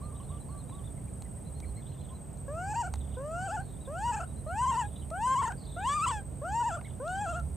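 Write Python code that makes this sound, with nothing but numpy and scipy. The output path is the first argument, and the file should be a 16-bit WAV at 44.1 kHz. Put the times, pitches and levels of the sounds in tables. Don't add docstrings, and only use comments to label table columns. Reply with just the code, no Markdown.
import sys
import numpy as np
from scipy import signal
from scipy.fft import rfft, irfft
from scipy.io import wavfile
from scipy.ndimage import uniform_filter1d

SR = 44100
rng = np.random.default_rng(int(sys.argv[2]) if len(sys.argv) > 2 else 0)


def transcribe(signal):
    frames = np.atleast_2d(signal).T
    limited = np.clip(frames, -1, 1)
    pcm = np.round(limited * 32767).astype(np.int16)
    wavfile.write(sys.argv[1], SR, pcm)


def gain_from_db(level_db):
    decades = np.asarray(level_db, float) / 20
    return 10 ** decades


N = 333386
TIME = np.arange(N) / SR

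# time_s, pitch_hz
CRY_ARCHES = [
    [(2.478, 537), (2.586, 685), (2.724, 864), (2.8, 968), (2.861, 811), (2.907, 732)],
    [(3.167, 491), (3.246, 580), (3.466, 791), (3.558, 873), (3.632, 776)],
    [(3.873, 510), (3.957, 679), (4.06, 958), (4.105, 963), (4.186, 840), (4.262, 719)],
    [(4.462, 585), (4.54, 768), (4.605, 969), (4.64, 1041), (4.7, 1069), (4.795, 1003), (4.839, 814),
     (4.879, 848)],
    [(5.11, 613), (5.184, 794), (5.262, 1014), (5.4, 1110), (5.442, 1118), (5.487, 960), (5.549, 806)],
    [(5.763, 656), (5.833, 834), (5.89, 1106), (5.968, 1226), (6.043, 1392), (6.098, 1160), (6.12, 905),
     (6.22, 765)],
    [(6.415, 521), (6.455, 677), (6.557, 918), (6.62, 970), (6.681, 954), (6.72, 662), (6.808, 768)],
    [(6.998, 478), (7.086, 708), (7.19, 800), (7.224, 851), (7.255, 781), (7.29, 685), (7.362, 727),
     (7.422, 659)],
]
# frequency_hz, level_db
THROAT = [(1000, -11.5), (1240, -11), (1360, -2.5), (1520, -5.5), (1700, -15.5), (2050, -32.5),
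          (2250, -19.5), (2480, -14), (2780, -9), (3170, -15), (3550, -27.5), (4050, -28.5), (4500, -19),
          (5000, -24), (6500, -17), (7200, -10), (8000, -7.5), (8700, -23), (9300, -35), (11500, -25),
          (12500, -35), (15400, -50)]
# pitch_hz, level_db
FUNDAMENTAL = [(500, -39.5), (800, -37), (870, -32.5), (950, -28), (1050, -25.5), (1170, -28.5),
               (1350, -26.5)]
# force_db, tiring_db_per_s (once hoarse), treble_lift_db,
# mouth_scale, hoarse_mouth_scale, nasal_db
EFFORT = [(-2.2, 0, -1, 1.006, 0.994, -31), (-1.1, 1, -4, 1.01, 1.007, -5),
          (-2.5, -11, -4.5, 1.014, 0.973, 1), (-1.6, -6, -4, 1.014, 1.01, 1),
          (-1.25, -41, -4, 1.005, 1.038, 5), (-2.5, -26, 1, 1.038, 1.05, 6.5),
          (-0.65, -39, -6, 0.99, 1.01, 4), (0.6, -31, -7.5, 1.013, 0.985, 9.5)]
# start_s, end_s, roughness (0-1)
HOARSE = [(2.72, 2.9, .2), (3.46, 3.63, .35), (4.12, 4.26, .9), (4.7, 4.87, .6), (5.4, 5.55, .8),
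          (6.04, 6.13, .55), (6.69, 6.81, .7), (7.25, 7.42, .45)]
# start_s, end_s, level_db
DOUBLING = [(4.075, 4.11, -21), (4.615, 4.655, -21.5), (4.75, 4.765, -14.5), (5.27, 5.35, -18.5),
            (5.418, 5.434, -10), (5.474, 5.484, -6), (5.89, 5.945, -15.5), (6.105, 6.12, -13),
            (6.6, 6.63, -21.5)]
# time_s, drop_hz, half_length_s (before skew)
CRACKS = [(2.743, 127.5, 0.016), (2.84, 146, 0.028), (2.879, 92, 0.0093), (3.493, 159, 0.032),
          (3.578, 135, 0.027), (4.127, 92.4, 0.021), (4.165, 71.7, 0.011), (4.204, 149.4, 0.02),
          (4.234, 100.3, 0.011), (4.663, 84.5, 0.017), (4.723, 132, 0.021), (4.754, 137.3, 0.023),
          (5.363, 118, 0.022), (5.424, 217, 0.018), (5.46, 164.4, 0.022), (5.509, 171, 0.023),
          (6.003, 146.4, 0.042), (6.07, 296, 0.021), (6.64, 90.5, 0.022), (6.774, 136, 0.021),
          (7.27, 68.5, 0.019), (7.338, 88.4, 0.027)]
# start_s, length_s, reference_hz, level_db
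WHISTLES = [(0.03, 0.031, 4200, -68), (0.231, 0.026, 4200, -68), (.405, 0.02, 4020, -68.5),
            (.685, 0.037, 3920, -69), (.285, 0.031, 3780, -72), (3.81, 0.021, 3900, -64),
            (.58, 0.029, 4180, -68), (1.45, 0.043, 4050, -67.5), (1.545, 0.06, 4200, -69.5),
            (1.65, 0.048, 4250, -64), (1.757, 0.046, 4200, -66.5), (1.878, 0.05, 4140, -63),
            (1.998, 0.055, 4090, -65.5), (2.125, 0.057, 4010, -68.5), (4.276, 0.037, 3910, -68),
            (4.366, 0.038, 4100, -65), (4.471, 0.051, 4200, -69), (4.958, 0.052, 3960, -64)]
WHISTLE_ARCH = [0.92, 0.992, 1.002, 0.995, 0.93]
# start_s, length_s, reference_hz, level_db
CHIPS = [(.975, .022, 2190, -67), (1.078, .014, 2480, -68), (1.255, 0.018, 2110, -68),
         (1.375, 0.023, 2040, -75), (1.628, 0.022, 2380, -60), (1.774, 0.034, 2270, -66),
         (6.85, 0.031, 2300, -59)]
CHIP_ARCH = [.84, 0.96, 0.61]
# start_s, length_s, start_hz, end_hz, level_db
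SLURS = [(0.198, 0.0082, 3500, 2700, -67), (0.316, 0.0091, 3850, 2900, -69),
         (0.372, 0.012, 3440, 2630, -65.5), (0.165, 0.011, 3900, 3680, -68), (0.608, .015, 3900, 3530, -73),
         (0.752, 0.0073, 3900, 3650, -60.5), (0.784, .014, 3730, 2900, -69), (0.84, .015, 3400, 3780, -64),
         (3.112, 0.012, 3340, 3750, -68), (3.852, 0.01, 3920, 3310, -63), (0.512, 0.022, 4250, 4130, -70),
         (3.732, .01, 4200, 3420, -68), (3.768, .01, 3350, 3870, -71), (0.488, 0.02, 4600, 4020, -67),
         (0.523, 0.033, 1410, 1640, -68), (0.723, 0.0086, 3800, 3380, -64), (0.87, 0.01, 3800, 3270, -65),
         (2.039, 0.011, 3910, 3450, -62), (3.001, 0.02, 4150, 3400, -63.5), (3.15, 0.0052, 3850, 3320, -59)]
# start_s, length_s, start_hz, middle_hz, end_hz, level_db
BUZZES = [(3.603, .15, 4540, 3950, 3650, -70), (5.572, 0.31, 4570, 3790, 3670, -62)]
# start_s, length_s, start_hz, end_hz, level_db
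CHATTER = [(0.099, 0.29, 3760, 3470, -80), (1.813, 0.31, 3700, 3330, -74.5),
           (2.901, 0.3, 3830, 3410, -77.5), (4.828, 0.23, 3820, 3300, -74.5),
           (6.817, 0.14, 3710, 3474, -75.5)]
# start_s, length_s, pitch_hz, level_db
COOS = [(.005, 0.12, 1242, -53), (0.118, 0.057, 1183, -58), (0.196, 0.036, 1153, -55),
        (0.291, 0.1, 1204, -55.5), (0.475, 0.13, 1196, -56.5), (0.705, 0.12, 1177, -56),
        (2.096, 0.047, 1070, -59.5)]
# start_s, level_db, low_modes_db
TICKS = [(0.6951, -49.5, 5.5), (1.2214, -33.5, -12), (1.602, -35.5, -10), (2.373, -45, -37),
         (2.9379, -25, -6.5), (2.957, -37, -9), (5.103, -37.5, -6), (5.521, -35, -3), (6.812, -55, 15),
         (7.0785, -36, -18), (7.398, -39, -20)]
# frequency_hz, nominal_width_hz, level_db
TWIG_MODES = [(804, 180, 14), (1860, 600, 7.5), (4200, 810, -0.5), (6140, 2700, 4), (10100, 2100, -19)]
# time_s, level_db
INSECT_BUZZ = [(0, -63), (1.76, -62.5), (1.8, -76), (4.5, -61), (5.35, -61.5), (5.5, -69), (6.4, -72),
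               (6.75, -65.5), (7.56, -63)]
# frequency_hz, width_hz, first_db, last_db
ENGINE_ORDERS = [(70, 3.6, -6, -0.5), (138.16, 4.1, -52.5, -52.5)]
# time_s, level_db
HUM_WANDER = [(0, -45), (1.3, -54.5), (1.45, -36.5), (2.7, -66), (3, -31), (3.3, -63), (4.4, -39.5),
              (7.1, -63), (7.45, -36), (7.56, -40)]
# frequency_hz, level_db
AIR_SPECTRUM = [(25, -26), (61, 0.5), (126, -2.5), (340, -17), (650, -21), (1600, -38.5), (3900, -47),
                (5600, -50), (7600, -42.5), (11000, -47), (15400, -44), (15600, -110)]
# frequency_hz, likeness (0-1)
LIKENESS = [(30, 0.95), (100, 0.88), (200, 0.72), (350, 0.013), (800, 0.72), (6000, 0.9), (9000, 1),
            (13000, 0.074)]
# frequency_hz, lean (exponent of the channel gains)
LEAN = [(40, -7), (130, -4.5), (1000, -1.1), (10000, 0.5)]
# delay_s, level_db
ECHOES = [(.009, -21), (.023, -14)]


def rms_one(x):
    return x / np.sqrt(np.mean(x ** 2, axis=-1, keepdims=True) + 1e-20)


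def in_time(rows, t=TIME):
    s, *columns = np.transpose(rows)
    return [np.interp(t, s, c) for c in columns]


def at_hz(points, hz):
    table = np.array(points)
    return np.interp(np.log(hz), np.log(table[:, 0]), table[:, 1])


def spans(rows, rest, size):
    out = np.full(N, float(rest))
    for start, end, value in rows:
        out[round(start * SR):round(end * SR)] = value
    return uniform_filter1d(out, size=size)


def drift(rate_hz):
    r = np.exp(-2 * np.pi * rate_hz / SR)
    once = signal.lfilter([1], [1, -r], rng.standard_normal(N + SR))
    return rms_one(signal.lfilter([1], [1, -r], once)[SR:])


def resonance(x, hz, width_hz):
    r = np.exp(-np.pi * width_hz / SR)
    poles = [1, -2 * r * np.cos(2 * np.pi * hz / SR), r * r]
    return signal.lfilter([(1 - r * r) / 2, 0, (r * r - 1) / 2], poles, x)


def twice_resonant(x, hz, width_hz):
    return resonance(resonance(x, hz, width_hz), hz, width_hz)


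def coloured(spectrum, channels):
    hz = np.arange(N // 2 + 1) * SR / N + 1
    white = rfft(rng.standard_normal((channels, N)))
    return rms_one(irfft(white * gain_from_db(at_hz(spectrum, hz)), N))


def placed(x, pan_db):
    return x * gain_from_db(np.array([[pan_db / 2], [-pan_db / 2]]))


def add(out, start_s, sound):
    i = round(start_s * SR)
    out[i:i + len(sound)] += sound[:N - i]


def crack_slips():
    flat, skew = 1.2, 0.241
    slip_hz = 0
    for s, drop_hz, half_s in CRACKS:
        distance = abs(TIME - s) / (half_s * (1 + skew * np.sign(TIME - s)))
        slip_hz = slip_hz + drop_hz * np.clip(flat * (1 - distance), 0, 1)
    return slip_hz


def monkey(tilt=-0.4, hoarse_lift_db=5, breath_db=-20, waver_db=2.6,
           blur=.3, hoarse_blur=.3, rasp_db=-20, grit_db=1.8):
    burst_db, burst_s = 17, 0.0029
    release_db, release_s = -34, 0.011
    second_spared = 0.98
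    nasal_hz, nasal_width_hz = 3520, 470
    bloom_rise = 0.56
    falter_db_per_hz_ms = -.4

    out, shake, breath = np.zeros(N), drift(170), coloured(THROAT[4:], channels=1)[0]
    wavers = [drift(32) for _ in range(6)]
    flutters = [drift(260) for _ in range(6)]
    hoarse, doubling = spans(HOARSE, rest=.12, size=900), spans(DOUBLING, rest=-60, size=200)
    slip_hz = crack_slips()
    tumble = uniform_filter1d(np.maximum(np.gradient(slip_hz), 0), size=90) * SR / 1000
    falter_db = falter_db_per_hz_ms * tumble

    for rows, effort, (hoarse_s, *_) in zip(CRY_ARCHES, EFFORT, HOARSE):
        force_db, tiring, lift_db, clear_mouth, hoarse_mouth, nasal_db = effort
        span = slice(round(rows[0][0] * SR), round(rows[-1][0] * SR))
        t, rough = TIME[span], hoarse[span]
        waver, flutter = [w[span] for w in wavers], [f[span] for f in flutters]
        mouth = np.interp(t - hoarse_s, [-.02, .02], [clear_mouth, hoarse_mouth])
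        tired_db = tiring * np.maximum(t - hoarse_s, 0)

        stumble_db = rasp_db + 40 * np.log10(rough) + 5 * waver[0]
        doubled_db = np.maximum(doubling[span], stumble_db)

        pitch = in_time(rows, t)[0] - slip_hz[span]
        pitch = uniform_filter1d(pitch, size=120, mode="nearest") * (1 + .014 * rough * shake[span])
        phase = 2 * np.pi * np.cumsum(pitch) / SR

        second_db = at_hz(THROAT, 2 * pitch / mouth) + hoarse_lift_db * rough - second_spared * tired_db
        second_db += waver_db * rough * waver[2] + falter_db[span] + grit_db * rough * flutter[2]
        first_db = force_db + at_hz(FUNDAMENTAL, pitch) + tired_db
        first_db += burst_db * np.exp((t[0] - t) / burst_s)
        first_db += release_db * np.exp((t - t[-1]) / release_s)
        level_db = first_db + 10 * np.log10(1 + gain_from_db(2 * second_db))

        top_db = level_db + lift_db + tilt * (level_db + 52.0)
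        rise = np.maximum.accumulate(pitch) / pitch[0] - 1
        shut = np.clip(1 - rise / bloom_rise, 0, 1)
        closed_db = -24 * (shut + np.exp((t - rows[-1][0]) / 0.027))

        voice = np.sin(phase) * gain_from_db(first_db) + np.sin(2 * phase + 1) * gain_from_db(first_db + second_db)
        half_lines = np.sin(1.5 * phase) + gain_from_db(-7) * np.sin(.5 * phase)
        voice += gain_from_db(level_db + doubled_db) * half_lines
        for k in np.arange(2.5, 15, .5):
            throat_hz = k * pitch / mouth
            db = top_db + at_hz(THROAT, throat_hz) + np.clip(k - 3.35, 0, 1) * closed_db
            db += falter_db[span] + waver_db * (1 + rough) * waver[int(k) % 6]
            db += nasal_db * np.exp(-((throat_hz - nasal_hz) / nasal_width_hz) ** 2)
            db += grit_db * rough * flutter[int(k + 1) % 6]
            db -= np.maximum(k * pitch - 9000, 0) / 300
            if k % 1 > 0:
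                db += np.minimum(doubled_db + 4.5 + 0.45 * k, 0)
            smear = (blur + hoarse_blur * rough) * k * pitch / 8000 * flutter[int(k) % 6]
            voice += gain_from_db(db) * np.sin(k * phase + k * k + smear)
        voice += gain_from_db(top_db + breath_db + closed_db + 6 * rough) * breath[span]
        out[span] += np.sqrt(2) * voice * signal.windows.tukey(len(voice), .035)
    return out


def note(length_s, hz, db, shiver_hz=0):
    u = np.linspace(0, 1, max(round(length_s * SR), 8))
    fit = np.polyfit(np.linspace(0, 1, len(hz)), hz, len(hz) - 1)
    phase = 2 * np.pi * np.cumsum(np.polyval(fit, u) + shiver_hz) / SR
    return gain_from_db(db) * np.sqrt(2) * np.sin(np.pi * u) ** 0.24 * np.sin(phase)


def birds(margin_s=.004, chatter_per_s=70, buzz_spread_hz=210, ragged_db=3):
    out = np.zeros(N)
    singles = [(s, length, hz, db) for s, length, *hz, db in SLURS]
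    for rows, arch in [(WHISTLES, WHISTLE_ARCH), (CHIPS, CHIP_ARCH)]:
        singles += [(s, length, hz * np.array(arch), db) for s, length, hz, db in rows]
    for s, length, hz, db in singles:
        add(out, s - margin_s, note(length + 2 * margin_s, hz, db))

    shiver = buzz_spread_hz * drift(198)
    for s, length, *hz, db in BUZZES:
        add(out, s, note(length, hz, db, shiver[round(s * SR):][:round(length * SR)]))

    for s, length, start_hz, end_hz, db in CHATTER:
        count = round(length * chatter_per_s)
        for k, (late, high, fall, loud) in enumerate(rng.random((50, 4))[:count]):
            when = (k + 2.5 * late) / (count + 1.5)
            hz = (start_hz + (end_hz - start_hz) * when) * (.95 + 0.137 * high)
            slur = [hz * 1.05, hz * (.97 - 0.28 * fall)]
            add(out, s + when * length, note(0.012, slur, db + 5.5 + 12 * (loud - .5)))
    return out * gain_from_db(ragged_db * drift(52))


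def coos(scoop_depth=0.231, scoop_share=0.155, sag_hz_per_s=420, fade_db=-1):
    out = np.zeros(N)
    for s, length, hz, db in COOS:
        t = np.arange(0, length, 1 / SR)
        scoop = np.exp(-t / (scoop_share * length))
        pitch = hz * (1 - scoop_depth * scoop) - sag_hz_per_s * t
        tone = np.sqrt(2) * np.sin(2 * np.pi * np.cumsum(pitch) / SR)
        level = gain_from_db(db + fade_db * (t / length + scoop))
        add(out, s, level * tone * signal.windows.tukey(len(t), .3))
    return out


def twigs(snap_s=0.0023):
    out, t = np.zeros(N), np.arange(600) / SR
    for s, db, low_db in TICKS:
        burst = rng.standard_normal(len(t)) * np.exp(-t / snap_s)
        rung = 0
        for hz, width, mode_db in TWIG_MODES:
            mode = rms_one(twice_resonant(burst, hz, 2 * width))
            rung = rung + gain_from_db(mode_db + low_db * (hz < 3000)) * mode
        add(out, s, gain_from_db(db - 26.0) * rung)
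    return out


def pulsation(depth_db, rate_hz, spread, drift_hz):
    rate = rate_hz * (1 + spread * drift(drift_hz))
    return gain_from_db(depth_db * np.sin(2 * np.pi * np.cumsum(rate) / SR))


def insects(cricket_db=-58.5):
    buzz_db, = in_time(INSECT_BUZZ)
    white = rng.standard_normal((5, N))
    throb = pulsation(depth_db=4, rate_hz=17.5, spread=0.0396, drift_hz=2.1)
    near = rms_one(twice_resonant(white[0], 8235, 150) * throb)
    chorus = near + gain_from_db(-1.0) * rms_one(twice_resonant(white[1:3], 8180, 310))
    singer = gain_from_db(-6.0) * rms_one(twice_resonant(white[0], 8430, 40))
    pulses = pulsation(depth_db=4, rate_hz=213, spread=0.013, drift_hz=0.72)
    buzz = rms_one(twice_resonant(white[3:], 9480, 1100) * pulses)
    return gain_from_db(cricket_db) * (chorus + singer) + gain_from_db(buzz_db) * buzz


def engine():
    hum = 0
    for k, (hz, width, start_db, end_db) in enumerate(ENGINE_ORDERS):
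        order = twice_resonant(rng.standard_normal(N + SR), hz, width)[SR:]
        size = np.sqrt(uniform_filter1d(order ** 2, size=6000))
        db = np.linspace(start_db, end_db, N)
        if k == 0:
            db = db + in_time(HUM_WANDER)[0]
        hum = hum + gain_from_db(db) * order / size
    return hum


def air(level_db=-46):
    hz = np.arange(N // 2 + 1) * SR / N + 1
    mid, side = rfft(coloured(AIR_SPECTRUM, channels=2))
    alike = np.clip(at_hz(LIKENESS, hz), 0, 1)
    pair = np.sqrt(1 + alike) * mid + np.sqrt(1 - alike) * side * [[1], [-1]]
    channel_gains = placed(0.96, 0.79) ** at_hz(LEAN, hz)
    return gain_from_db(level_db) * irfft(pair * channel_gains, N)


def outdoors(x):
    dull, out = resonance(x, 1200, 2200), np.zeros((2, N))
    for delay, db in ECHOES:
        for side, stretch in enumerate([1, 1.17]):
            add(out[side], delay * stretch, gain_from_db(db) * dull)
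    return out


def foliage(x, t60_s=.12):
    t = np.arange(SR // 5) / SR
    shared, left, right = rng.standard_normal((3, len(t))) * gain_from_db(-60 * t / t60_s)
    tails = np.array([shared + 0.27 * left, shared + 0.46 * right])
    tails /= np.sqrt(np.sum(tails[0] ** 2))
    return signal.fftconvolve(x[None], tails, axes=1)[:, :N]


def scene():
    cry, song = monkey(), birds() + coos()
    voices = placed(cry, pan_db=-0.5) + placed(song, pan_db=-2.0)
    voices += outdoors(cry) + gain_from_db(-5.0) * foliage(song)
    voices += gain_from_db(-15) * resonance(cry, 710, 1400) * [[1], [-1]]
    return voices + twigs() + insects() + placed(engine(), pan_db=-5.0) + air()


def top_cut(x):
    return signal.sosfilt(signal.butter(12, 16390, fs=SR, output="sos"), x)


def record(dry):
    return top_cut(dry)


dry = scene()
out = record(dry)
transcribe(out)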